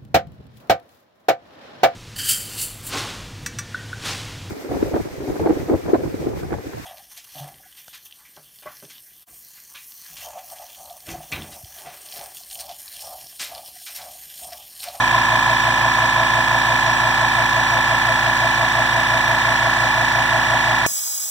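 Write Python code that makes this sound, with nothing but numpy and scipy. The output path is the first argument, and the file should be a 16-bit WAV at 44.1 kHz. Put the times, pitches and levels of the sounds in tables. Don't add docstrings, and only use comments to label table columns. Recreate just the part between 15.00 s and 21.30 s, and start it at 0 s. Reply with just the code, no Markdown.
import sys
import numpy as np
from scipy import signal
from scipy.fft import rfft, irfft, next_fast_len
from scipy.io import wavfile
from scipy.ndimage import uniform_filter1d

SR = 44100
rng = np.random.default_rng(int(sys.argv[2]) if len(sys.argv) > 2 else 0)


def generate_wav(signal):
    frames = np.transpose(np.atleast_2d(signal))
    scaled = np.clip(frames, -1, 1) * 32767
    pcm = np.round(scaled).astype(np.int16)
    wavfile.write(sys.argv[1], SR, pcm)


def makeup_ratio(level_db):
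    decades = np.asarray(level_db, float) / 20
    return 10 ** decades


N = 277830
T = np.arange(N) / SR
STOP_S = 5.8625


def read(points, hz, column=1):
    table = np.transpose(points)
    return np.interp(np.log(hz + 1), np.log(table[0] + 1), table[column])


def noise(colour, peaks):
    hz = np.fft.rfftfreq(N, 1 / SR)
    db = read(colour, hz)
    for f, width, top_db in peaks:
        db = db + top_db / (1 + (2 * (hz - f) / width) ** 2)
    return irfft(rfft(rng.standard_normal(N)) * makeup_ratio(db) * np.sqrt(SR / 2), N)


def ring(x, modes):
    t = T[:3000]
    strike = 0
    for hz, width, db in modes:
        strike = strike + makeup_ratio(db) * np.exp(-np.pi * width * t) * np.sin(2 * np.pi * hz * t)
    return signal.oaconvolve(x, strike)[:N]


# t/s, speed/(turns per s)
SHAFT_SPEED = [(0, 28.555), (6.3, 28.582)]


def motor():
    turns = np.cumsum(np.interp(T, *np.transpose(SHAFT_SPEED))) / SR
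    hum = 120.047 * T - .18
    beat = hum - 4 * turns
    return turns, hum, beat


# hum multiple, shaft order, level/dB
FRAME_LINES = [(0, 2, -42), (0, 3, -55.5), (0, 4, -34.5), (0, 5, -41), (0, 6, -59), (0, 7, -51),
               (0, 8, -44.5), (0, 9, -42.5), (0, 10, -56), (0, 11, -49), (0, 12, -40.5), (0, 13, -47.5),
               (0, 14, -60), (0, 15, -61), (0, 16, -83), (0, 18, -53), (0, 19, -50), (1, 15, -52),
               (2, 10, -47.5), (3, 6, -50.5), (3, 8, -53), (1, 0, -36.5), (2, 0, -51), (1, 2, -46),
               (1, 5, -43.5)]


def frame(turns, hum):
    set_starts = {(0, 4): -.23, (1, 0): 0}
    out = 0
    for (m, k, db), start in zip(FRAME_LINES, rng.random(len(FRAME_LINES))):
        multiple, order = round(m), round(k)
        start = set_starts.get((multiple, order), start)
        phase = multiple * hum + order * turns + start
        out = out + np.sqrt(2) * makeup_ratio(db) * np.cos(2 * np.pi * phase)
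    return out


def flutters(parts, turns, beat, sway, uneven_db, jitter):
    out = 0
    for angle, hz, length, db, gain_db in parts:
        stroke = np.floor(turns - angle + .5).astype(int) + 1
        push, late = rng.standard_normal((2, 200))[:, stroke]
        pull = 2 * np.pi * (beat - 0.85 + 0.15 * rng.uniform(-0.56, 1))
        away = turns - angle + 1 - stroke + jitter * late + 0.0028 * sway * np.sin(pull)
        spread = np.where(away < 0, .55, .38) * length
        swell = np.exp(-(away / spread) ** 2)
        filling_db = gain_db * (T / STOP_S - .5)
        force = makeup_ratio(db + filling_db + uneven_db * push) * (1 + sway * np.cos(pull))
        out = out + force * swell * np.cos(2 * np.pi * hz * away / SHAFT_SPEED[0][1])
    return out


# crank angle/turns, f/Hz, length/turns, level/dB, gain as the tank fills/dB
HEAD_FLUTTERS = [(.0571, 1100, .49, -24.1, 0), (.1286, 1430, .22, -24.3, 5), (.1619, 845, .49, -26.1, 3.5),
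                 (.3041, 1019, .37, -19.4, -11), (.4564, 833, .13, -19.2, 0), (.5975, 881, .08, -24.2, -1),
                 (.6193, 1319, .49, -29.1, -3), (.6799, 920, .08, -15.6, -3), (.9414, 959, .35, -18.6, 0)]
PLATE_FLUTTERS = [(.2086, 1730, .24, -13.7, -.5), (.2418, 1922, .15, -26.5, 3.5),
                  (.3846, 1682, .08, -24.2, 0), (.6673, 1925, .29, -31.3, 3), (.7424, 1703, .24, -15.9, -1),
                  (.8892, 1640, .34, -25.1, 2)]
REED_FLUTTERS = [(.0761, 3380, .08, -32, -6), (.1439, 3880, .08, -33, -2), (.1993, 3380, .08, -25, -6),
                 (.2702, 3400, .05, -29, -5), (.3837, 3140, .12, -35, 12), (.6189, 2960, .08, -32, -1),
                 (.6319, 3580, .12, -32, -4), (.7572, 3400, .24, -28, 3), (.7873, 3820, .08, -34, 8),
                 (.8504, 3180, .12, -30, -9), (.9455, 3160, .08, -33, -3),
                 (.12, 2120, 0.15, -25, 0), (0.952, 1940, 0.39, -28, 13), (.24, 2410, 0.43, -23, -4),
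                 (.43, 2820, 0.11, -29.5, 8), (.55, 2310, 0.51, -23, 2), (.8, 2170, .2, -35, -4),
                 (.92, 2630, 0.18, -30, -5)]


def valves(turns, beat):
    head = flutters(HEAD_FLUTTERS, turns, beat, sway=0.12, uneven_db=-1.4, jitter=0.00047)
    plate = flutters(PLATE_FLUTTERS, turns, beat, sway=0.021, uneven_db=0.25, jitter=0.00062)
    reeds = flutters(REED_FLUTTERS, turns, beat, sway=0.051, uneven_db=-0.1, jitter=0.00025)
    return makeup_ratio(0.55) * head + makeup_ratio(1.87) * plate + makeup_ratio(0.4) * reeds


SHROUD_SHAKE = [(2, .589, .65), (4, 1.551, .377), (5, .188, .986)]
# f/Hz, width/Hz, level/dB
PANEL_MODES = [(648, 35, -33.7)]
# f/Hz, width/Hz, level/dB
LIP_MODES = [(687.5, 40, -33.3), (775, 60, -41.7)]
# f/Hz, width/Hz, level/dB
SHROUD_MODES = [(645, 35, -25), (690, 40, -26), (545, 30, -31), (770, 60, -34), (1000, 90, -33),
                (1300, 90, -38)]


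def shroud(turns, hum, beat, loose=.2):
    shake = np.cos(2 * np.pi * (hum + .639))
    for order, size, start in SHROUD_SHAKE:
        shake = shake + size * np.cos(2 * np.pi * (order * turns + start))
    play = 1.712
    touch = makeup_ratio(1.3) * np.maximum(shake - play, 0) ** 1.5
    together = np.maximum(np.cos(2 * np.pi * (beat - .77)) + loose, 0) ** .5
    chatter = makeup_ratio(-29.5) * together * rng.standard_normal(N)
    rattle = ring(touch, PANEL_MODES) - ring(touch, LIP_MODES) + ring(chatter, SHROUD_MODES)
    rattle = rattle * makeup_ratio(3 * (T / STOP_S - 1.0))
    return signal.sosfiltfilt(signal.butter(3, 520, "highpass", fs=SR, output="sos"), rattle)


# f/Hz, level/(dB per Hz)
RUSH_COLOUR = [(30, -99), (100, -73), (200, -82), (330, -72.5), (470, -75), (650, -58.5), (1000, -56.5),
               (1600, -61), (2500, -63), (3500, -65.5), (5000, -69), (7000, -76), (10000, -83.5),
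               (15500, -84)]
# f/Hz, width/Hz, level/dB
TANK_TONES = [(2316, 82, 4.3), (3310, 37, 5.2), (3656, 37, 10.7), (5647, 38, 11.3), (6810, 410, 5.8),
              (7950, 240, 7.3)]


def rush(turns):
    both_db = 1.13 * np.cos(4 * np.pi * (turns - .28))
    first_db = 0.66 * np.cos(2 * np.pi * (turns - .35))
    return noise(RUSH_COLOUR, TANK_TONES) * makeup_ratio(both_db + first_db)


# f/Hz, t60/s
ROOM_DECAY = [(60, 0.36), (300, 0.2), (1000, 0.16), (2000, 0.5), (8000, 0.033)]


def room(x):
    hz, t, z = signal.stft(rng.standard_normal(SR // 2), SR, nperseg=256)
    decay = makeup_ratio(-60 * t / read(ROOM_DECAY, hz)[:, None])
    tail = signal.istft(z * decay, SR, nperseg=256)[1]
    return signal.fftconvolve(x, tail / np.linalg.norm(tail))[:N]


# f/Hz, sharpness for the pump, sharpness for the jet, likeness of side and mid,
# extra phase/rad
PORT_COMB = [(100, 1.9, 0.45, 1, 0.054), (673, 3.9, 1.8, 0.63, 0.11), (1170, 1.24, 1.1, 0.18, 0.0087),
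             (1890, 0.95, 1.7, 0.94, -0.4), (2170, 0.72, 4.2, 0.11, -0.064), (3500, 0.82, 3.4, .2, 0.0068),
             (4830, 1.2, 0.82, 0.38, -0.11), (5700, 0.97, 0.89, 0.95, 0.14), (9400, 0.35, 0.3, 0.66, 0.061),
             (15500, 0.87, 0.44, .3, -0.53)]
# f/Hz, level/dB
PORT_TILT = [(57, 11), (110, 2), (200, 2), (380, 2.3), (700, 0), (1150, -.6), (1700, -2.6), (2300, -1.2),
             (4400, 0), (15000, -1.5)]


def ports(x, column):
    port_s, in_phase_hz = .00043, 1150
    size = next_fast_len(N + SR // 10)
    hz = np.fft.rfftfreq(size, 1 / SR)
    half = np.pi * port_s * (np.maximum(hz, 480) - in_phase_hz) * np.minimum(hz / 480, 1) ** 0.4
    half = half + read(PORT_COMB, hz, column=4)
    sharpness = read(PORT_COMB, hz, column)
    mid = np.sign(np.cos(half)) * abs(np.cos(half)) ** sharpness
    side = np.sign(np.sin(half)) * abs(np.sin(half)) ** sharpness
    both = np.hypot(mid, side)
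    like = np.clip(read(PORT_COMB, hz, column=3), 0, 1)
    delay = np.interp(hz, np.linspace(0, SR / 2, 300), rng.uniform(0, .008, 300))
    scatter = np.exp(-2j * np.pi * np.cumsum(delay) * hz[1])
    side = side * (1j * like + np.sqrt(1 - like ** 2) * scatter)
    tilt = makeup_ratio(read(PORT_TILT, hz) / 2)
    left_right = np.array([(mid + side) * tilt, (mid - side) / tilt])
    return irfft(left_right * rfft(x, size) / both, size)[:, :N]


# f/Hz, level/(dB per Hz)
JET_COLOUR = [(60, -103), (200, -89), (450, -94), (600, -78), (1900, -82), (2900, -82), (4500, -74.5),
              (5300, -67.5), (7500, -65), (9000, -70), (12000, -71), (15500, -70)]
# f/Hz, width/Hz, level/dB
NOZZLE_TONES = [(2280, 270, 13), (2680, 180, 7.1), (3470, 530, 4.2), (5050, 120, 10.4), (6360, 29, 14),
                (6600, 130, 6.8), (7530, 360, 2.8), (7880, 120, 11.2), (10000, 310, 3.8), (10900, 200, 6.6),
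                (12000, 400, 4.5), (14000, 200, 5.8), (14400, 300, 7.4), (15550, 150, 7)]


def jet():
    flicker = uniform_filter1d(rng.standard_normal(N), size=400) * 20
    sag_db = -3.5 * (T - STOP_S)
    surge_db = 2.5 * np.exp(-((T - 5.977) / 0.015) ** 2)
    flow_db = 0.7 + sag_db + surge_db + 0.7 * flicker
    opening = np.clip((T - 5.8635) / 0.0014, 0, 1)
    return noise(JET_COLOUR, NOZZLE_TONES) * makeup_ratio(flow_db) * opening


# f/Hz, width/Hz, level/dB
SNAP_MODES = [(750, 800, -1), (6300, 2200, .5), (2800, 2500, -4)]
# t/s, f/Hz, level/dB, t60/s
FRAME_THUDS = [
    (5.912, 230, -40, 0.048),
    (5.875, 113, -44, 0.28),
    (5.87, 1100, -40, 0.16),
    (5.87, 665, -44, 0.3),
]


def unloader():
    out = jet() + ring(np.arange(N) == round(5.8636 * SR), SNAP_MODES)
    for at, hz, db, t60 in FRAME_THUDS:
        t = np.maximum(T - at, 0)
        out = out + makeup_ratio(db - 60 * t / t60) * np.sin(2 * np.pi * hz * t)
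    return out


def scene():
    turns, hum, beat = motor()
    running = np.exp(-np.maximum(T - STOP_S, 0) / 0.0017)
    pump = frame(turns, hum) + valves(turns, beat) + shroud(turns, hum, beat) + rush(turns)
    pump = pump * running
    tail = makeup_ratio(-28) * room(pump)
    walls = makeup_ratio(-10.5) * np.array([rush(turns), rush(turns)]) * running
    treble = signal.butter(4, 8000, "highpass", fs=SR, output="sos")
    fizz = makeup_ratio(-5.3) * signal.sosfilt(treble, [jet(), jet()])
    return ports(pump + tail, column=1) + walls + fizz + ports(unloader(), column=2)


def top_cut(x):
    return signal.sosfilt(signal.butter(12, 16900, fs=SR, output="sos"), x)


def record(dry):
    bass_hz, edge_hz = 42, 15780
    hz = np.fft.rfftfreq(2 * N, 1 / SR)
    band = (hz < edge_hz) / (1 + (bass_hz / (hz + 1)) ** 8)
    mix = irfft(rfft(dry, 2 * N) * band, 2 * N)[:, :N]
    return top_cut(mix)


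dry = scene()
out = record(dry)
generate_wav(out)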